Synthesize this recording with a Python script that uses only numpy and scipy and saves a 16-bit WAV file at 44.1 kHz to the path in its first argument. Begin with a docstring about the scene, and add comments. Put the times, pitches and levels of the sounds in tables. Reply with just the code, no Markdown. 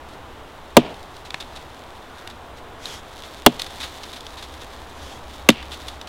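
"""Three hatchet blows into a hard conk on a birch trunk: blade impact, cracking crust and damped modes. Each
opens with bright grit as the blade enters and drives a close microphone into overload, heard as clipping and a
low thump. The forest scatters a faint echo; the levered blade creaks by stick and slip, and crumbs crackle as
grains. A sleeve swishes as friction noise that follows the speed of the arm. Filtered noise makes a soft forest
hush with one puff of breeze and a far rumble that swells once."""
import sys
import numpy as np
from scipy import signal
from scipy.fft import rfft, irfft
from scipy.io import wavfile
from scipy.ndimage import uniform_filter1d

SR = 44100
rng = np.random.default_rng(int(sys.argv[2]) if len(sys.argv) > 2 else 0)


def master_out(mix):
    """Clip the mix to full scale and print it as 16-bit PCM to the path in sys.argv[1]."""
    frames = np.transpose(np.atleast_2d(mix))
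    ceiling = np.clip(frames, -1, 1)
    pcm = np.round(ceiling * 32767).astype(np.int16)
    wavfile.write(sys.argv[1], SR, pcm)


N = 268216
T = np.arange(N) / SR

# Air in the trees: [f/Hz, level/dB]
FOREST_SPECTRUM = [(15, -1), (25, -5), (37, -8), (94, -7.5), (200, -15), (235, -10.5), (300, -10),
                   (542, -10.5), (621, -10), (730, -8.5), (982, -9.5), (2330, -22.5), (3490, -22.5),
                   (4580, -32), (15800, -44.5)]
# Breeze in the needles: [f/Hz, level/dB]
BREEZE_SPECTRUM = [(400, -31), (1000, -16), (1450, 9), (1900, -2), (4000, -36), (15000, -28)]
# Far low rumble: [f/Hz, level/dB]
RUMBLE_SPECTRUM = [(25, -34), (50, -9.5), (68, 7), (85, -7), (110, -30), (300, -55)]
# Falling crumbs and leaves: [f/Hz, level/dB]
CRUMB_SPECTRUM = [(500, -35), (1800, 2.5), (2700, -0.5), (3600, 7.5), (4800, -1), (7500, -6.5),
                  (11000, -11.5), (15500, -17.5)]
# Cloth of the sleeve: [f/Hz, level/dB]
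CLOTH_SPECTRUM = [(400, -2.5), (1500, -2), (2800, -2.5), (3300, 5), (4000, -2), (6500, -4.5), (8500, -12),
                  (11500, -15), (15000, -27)]
# Crumbs and dry leaves stirred by each movement: [peak t/s, level/dB, half width to 1/e t/s]
RUSTLES = [(.12, -53, .06), (1.45, -53.5, 1), (2.2, -53.5, 0.099), (2.58, -46.5, 0.016), (3.22, -47, 0.18),
           (3.72, -45, 0.47), (4.3, -47.5, 0.79), (5.36, -48, 0.13), (5.8, -45, 0.16)]
# Sleeve on the backswings: [start t/s, length t/s, level/dB]
SWINGS = [(2.787, 0.23, -36), (4.923, 0.3, -43)]
# Dry crust under the blade: [f/Hz, level/dB]
GRIT_SPECTRUM = [(500, -31), (1800, -7.5), (2700, -4.5), (3600, 9), (4800, -0.5), (7500, -8), (11000, -13),
                 (15500, -24)]
# Modes of the conk answering a creak: [f/Hz, level/dB, t60/s]
CREAK_MODES = [(590, -2, 0.015), (1290, 15, 0.0027), (2140, 10, 0.0098), (2680, 11, 0.0032)]
# Brittle crust snapping under the lever, and stray ticks: [t/s, level/dB, conk level/dB, treble level/dB]
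SNAPS = [(0.942, -41.5, -17, 4), (0.966, -46, -23, 7), (1.028, -45, -19, 8), (1.166, -44.5, -18, 9),
         (1.304, -28, -4.5, -20), (1.3432, -26.5, 4.5, -2), (1.424, -34, 0, -6), (2.274, -29.5, -2, -1),
         (2.856, -22, -17, -6), (3.235, -31, -6, -5), (3.6175, -20, -24, 2), (4.206, -36, -14, 3),
         (4.266, -32, -12, -12), (5.502, -17, -5, 0.5), (5.626, -35, 5, 0), (6.013, -27.5, -5.5, -6)]
# Blade scraping in the cut: [t/s, level/dB, time scale t/s]
SCRAPES = [(1.249, -42.5, .026), (1.401, -35.5, .017), (1.553, -40, 0.029), (2.297, -42.5, 0.02),
           (3.594, -24.5, 0.0073), (3.663, -34.5, 0.0084), (3.801, -31.5, 0.025), (3.825, -31.5, 0.036),
           (4.033, -31.5, 0.0079), (4.129, -38.5, 0.014), (4.159, -38.5, 0.022), (4.371, -40.5, 0.032),
           (4.4227, -37, 0.021), (4.61, -42.5, 0.022), (5.716, -36, 0.035), (5.882, -28.5, 0.0076),
           (6.072, -36.5, 0.0079)]
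# Blows: [t/s, conk level/dB, trunk level/dB, crack level/dB, entry grit level/dB, cut at entry f/Hz, cut at
# rest f/Hz, cut level/dB, mode pitch factor, far echo level/dB, echo treble level/dB]
BLOWS = [(0.7679, 6.5, 8, 14, 12.5, 850, 423, 20, 0.95, -35, 1.5),
         (3.4630, 2, 4, 12.5, 16, 1364, 707, 18.5, 0.95, -44, 1),
         (5.4888, -7, 2.5, 10, 0.5, 2785, 490, 5.5, 0.9, -47, 15.5)]
# Trunk modes before the pitch factor: [f/Hz, level/dB, t60/s]
TRUNK_MODES = [(145, -18.5, 0.12), (194.6, -19, 0.1), (255.4, -3.5, 0.085), (330, -3, 0.064)]
# Conk modes before the pitch factor: [f/Hz, level/dB, t60/s]
CONK_MODES = [(427.4, 6, 0.043), (613.7, 3.5, 0.034), (726, 3, .039), (958, 0, 0.03), (1025, 9.5, 0.022),
              (1280, 2, 0.022)]
# Hatchet head damped by the cut, before the pitch factor: [f/Hz, level/dB, t60/s]
HEAD_MODES = [(2230, -6.5, 0.021), (2904, -6.5, 0.021), (3644, -10.5, 0.0057)]
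# Breaking crust: [f/Hz, level/dB]
CRACK_SPECTRUM = [(500, 15.5), (1500, -5.5), (3300, 19), (4600, 2.5), (8000, -1), (15000, -22.5)]
# Bright grit of the blade entering at the start of a blow: [f/Hz, level/dB]
ENTRY_SPECTRUM = [(1000, -38), (2500, 12), (3800, 1.5), (5500, -2), (9000, -16), (13000, 6),
                  (16000, -12.5)]
# Echo from the trees: [f/Hz, level/dB]
ECHO_SPECTRUM = [(80, -6), (170, 1), (280, 1.5), (650, 2.5), (1050, -5.5), (1600, -14), (2900, -9.5),
                 (4500, -22), (12000, -52)]

FOREST_DB = -40.5
BREEZE_S, BREEZE_DB, BREEZE_WIDTH_S = 2.22, -49, 0.15
RUMBLE_DB = -52  # steady part
RUMBLE_SWELL_S, RUMBLE_SWELL_DB, RUMBLE_RISE_S, RUMBLE_FALL_S = 5.77, -46, 1.3, 0.5
SNAP_S = 0.0036  # time scale of a snap
SNAP_TREBLE_HZ = 6000  # corner above which each snap is made brighter or duller by its own treble level
SCRAPE_BODY_DB = -5  # conk under a scrape
CRACK_LOW_HZ = 450  # low cut of the breaking crust
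TOP_HZ = 16000  # low-pass of the microphone signal


def undb(db):
    """Level definition: decibels to amplitude gain."""
    return 10 ** (np.asarray(db) / 20)


def unit(x):
    """Normalisation: scale to rms 1."""
    return x / np.sqrt(np.mean(x ** 2))


def colour(x, points, size=4096):
    """Minimum-phase filtering: a causal response of unit energy shaped by [f/Hz, level/dB] points."""
    hz, db = np.transpose(points)
    grid = np.maximum(np.fft.rfftfreq(size, 1 / SR), 1)
    level = np.interp(np.log(grid), np.log(hz), db)
    # folding the cepstrum onto positive times makes the response causal
    cepstrum = irfft(np.log(undb(level)))
    cepstrum[1:size // 2] *= 2
    cepstrum[size // 2 + 1:] = 0
    response = irfft(np.exp(rfft(cepstrum)))
    return signal.fftconvolve(x, response / np.linalg.norm(response))[:len(x)]


def treble_shelf(x, order, hz, db):
    """Shelving: the part above a corner frequency is raised or lowered and recombined."""
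    high_pass = signal.butter(order, hz, "high", fs=SR)
    return x + (undb(db) - 1) * signal.lfilter(*high_pass, x)


def fade(t, t60):
    """Exponential damping: a fall of 60 dB in t60 seconds."""
    return np.exp(-np.log(1000) * t / t60)


def ring(t, modes, pitch=1):
    """Modal superposition: damped sines, with neighbours swinging in opposite directions."""
    total = np.zeros(len(t))
    for k, (hz, db, t60) in enumerate(modes):
        mode = undb(db) * np.sin(2 * np.pi * hz * pitch * t) * fade(t, t60)
        total += (-1) ** k * mode
    return total


def grains(n, per_s, spread_db):
    """Random fracture: sparse impulses of either sign, most weak and a few strong; rms 1."""
    sizes = undb(spread_db * np.minimum(rng.exponential(size=n), 4))
    signs = rng.choice([-1, 1], n)
    occurs = rng.random(n) < per_s / SR
    return unit(signs * sizes * occurs)


def walk(rate):
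    """Slow fluctuation: held random values smoothed into a drift with a spread near 1."""
    k = int(SR / rate)
    held = np.repeat(rng.standard_normal(N // k + 1), k)
    return uniform_filter1d(held, k)[:N]


def swell(peak_s, db, rise_s, fall_s):
    """Gaussian envelope: the gain of a movement that gathers speed, peaks and slows."""
    width = np.where(T < peak_s, rise_s, fall_s)
    return undb(db) * np.exp(-((T - peak_s) / width) ** 2)


def add(out, s, x):
    """Linear superposition: mix x in at time s."""
    i = int(s * SR)
    out[i:i + len(x)] += x[:max(N - i, 0)]


def forest():
    """Broadband noise of air in trees: a steady hush, one puff of breeze and a far rumble that swells."""
    hush = colour(rng.standard_normal(N), FOREST_SPECTRUM) * undb(FOREST_DB + 0.5 * walk(3.6))
    puff = swell(BREEZE_S, BREEZE_DB, BREEZE_WIDTH_S, BREEZE_WIDTH_S)
    breeze = colour(rng.standard_normal(N), BREEZE_SPECTRUM) * puff
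    rumble_gain = undb(RUMBLE_DB) + swell(RUMBLE_SWELL_S, RUMBLE_SWELL_DB, RUMBLE_RISE_S, RUMBLE_FALL_S)
    rumble = colour(rng.standard_normal(N), RUMBLE_SPECTRUM) * rumble_gain
    return hush + breeze + rumble


def sleeve(swing_power=1.06):
    """Friction noise: dense contacts in cloth grow with the speed of the arm."""
    arm = np.zeros(N)
    for s, length, db in SWINGS:
        stroke = np.clip((T - s) / length, 0, 1)
        arm += undb(db) * np.sin(np.pi * stroke) ** swing_power
    rubbing = grains(N, per_s=19000, spread_db=3.0) * arm * undb(1.7 * walk(50))
    return colour(rubbing, CLOTH_SPECTRUM)


def crumbs(chip_db=-6, chips_per_s=45):
    """Granular impact noise: crumbs crackle finely, with a larger chip now and then."""
    # separate movements add in power
    stir = np.sqrt(sum(swell(s, db, width, width) ** 2 for s, db, width in RUSTLES))
    fine = grains(N, per_s=3000, spread_db=3.5) * undb(2 * walk(60))
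    chips = undb(chip_db) * grains(N, chips_per_s, spread_db=2.5)
    return colour((fine + chips) * stir, CRUMB_SPECTRUM)


def slip(time_scale, body_db, tail_db, tail_t60, per_s, spread_db):
    """Stick and slip: pressure builds and lets go, crunching the crust and tapping the conk."""
    t = T[:SR // 5]
    age = t / time_scale
    pressure = np.sqrt(2 * np.e * age) * np.exp(-age ** 2 - age)
    tail = undb(tail_db) * fade(t, tail_t60)
    slips = grains(len(t), per_s, spread_db) * (pressure + tail)
    body = ring(t, CREAK_MODES)
    answer = signal.fftconvolve(slips, body / np.linalg.norm(body))[:len(t)]
    return colour(slips, GRIT_SPECTRUM) + undb(body_db) * answer


def creaks():
    """Intermittent friction and fracture: levering the blade gives snaps and scrapes."""
    out = np.zeros(N)
    for s, db, body_db, treble_db in SNAPS:
        snap = undb(db) * slip(SNAP_S, body_db, tail_db=-20, tail_t60=0.19, per_s=9000, spread_db=4.5)
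        add(out, s, treble_shelf(snap, 1, SNAP_TREBLE_HZ, treble_db))
    for s, db, time_scale in SCRAPES:
        scrape = slip(time_scale, SCRAPE_BODY_DB, tail_db=-16.5, tail_t60=0.55, per_s=5700, spread_db=3.5)
        add(out, s, undb(db) * scrape)
    return out


def tree_echo(t, conk_db, echo_db, bright_db):
    """Multiple scattering: ground and near branches reflect at once, surrounding trunks later."""
    near = undb(-22 + conk_db) * fade(t, 0.097)
    # the trunks answer most strongly after about 0.095 s, over a fading tail
    far = np.exp(-((t - 0.095) / 0.069) ** 2) + undb(-6) * fade(t, 1.0)
    scattered = grains(SR, per_s=1800, spread_db=2.0) * (near + undb(echo_db) * far)
    return treble_shelf(colour(scattered, ECHO_SPECTRUM), 2, 1800, bright_db)


def crust_break(t, crack_t60=0.017, splinter_db=-37.0, splinter_t60=0.13):
    """Brittle fracture: a burst over in milliseconds; splinters go on while the blade comes to rest."""
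    breaking = fade(t, crack_t60) + undb(splinter_db) * fade(t, splinter_t60)
    crust = colour(rng.standard_normal(SR) * breaking, CRACK_SPECTRUM)
    return signal.lfilter(*signal.butter(2, CRACK_LOW_HZ, "high", fs=SR), crust)


def blade_cut(t, entry_hz, rest_hz, sink_s=0.003115, push_db=-13, cut_t60=0.023):
    """Mass loading: the sinking blade carries more and more of the conk, so the pitch of the cut drops."""
    cut_hz = rest_hz + (entry_hz - rest_hz) * np.exp(-t / sink_s)
    swing = np.cos(2 * np.pi * np.cumsum(cut_hz) / SR)
    # a one-sided push gives the low thump of the overloaded input
    return (swing - undb(push_db)) * fade(t, cut_t60)


def entry_grit(t, grit_t60=0.0093):
    """Blade entry: a short burst of bright, decaying grit at the start of a blow."""
    return colour(rng.standard_normal(SR) * fade(t, grit_t60), ENTRY_SPECTRUM)


def blows():
    """Impact excitation: the blade cracks the crust and sets cut, conk and trunk ringing; trees answer."""
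    out, t = np.zeros(N), T[:SR]
    for (s, conk_db, trunk_db, crack_db, grit_db, entry_hz, rest_hz, cut_db,
         pitch, echo_db, bright_db) in BLOWS:
        conk = undb(conk_db) * ring(t, CONK_MODES, pitch)
        trunk = undb(trunk_db) * ring(t, TRUNK_MODES, pitch)
        cut = undb(cut_db) * blade_cut(t, entry_hz, rest_hz)
        crack = undb(crack_db) * (crust_break(t) + ring(t, HEAD_MODES, pitch))
        grit = undb(grit_db) * entry_grit(t)
        echo = tree_echo(t, conk_db, echo_db, bright_db)
        add(out, s, grit + crack + cut + conk + trunk + echo)
    return out


def scene():
    """Superposition of all sources at one microphone."""
    return (forest() + sleeve() + crumbs() + creaks() + blows())[None]


def record(dry):
    """Overload: the input clips flat at full scale, then a low-pass cuts the top."""
    clipped = np.clip(dry, -1, 1)
    low_pass = signal.firwin(255, TOP_HZ, fs=SR)
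    return signal.fftconvolve(clipped, low_pass[None], mode="same")


dry = scene()
out = record(dry)
master_out(out)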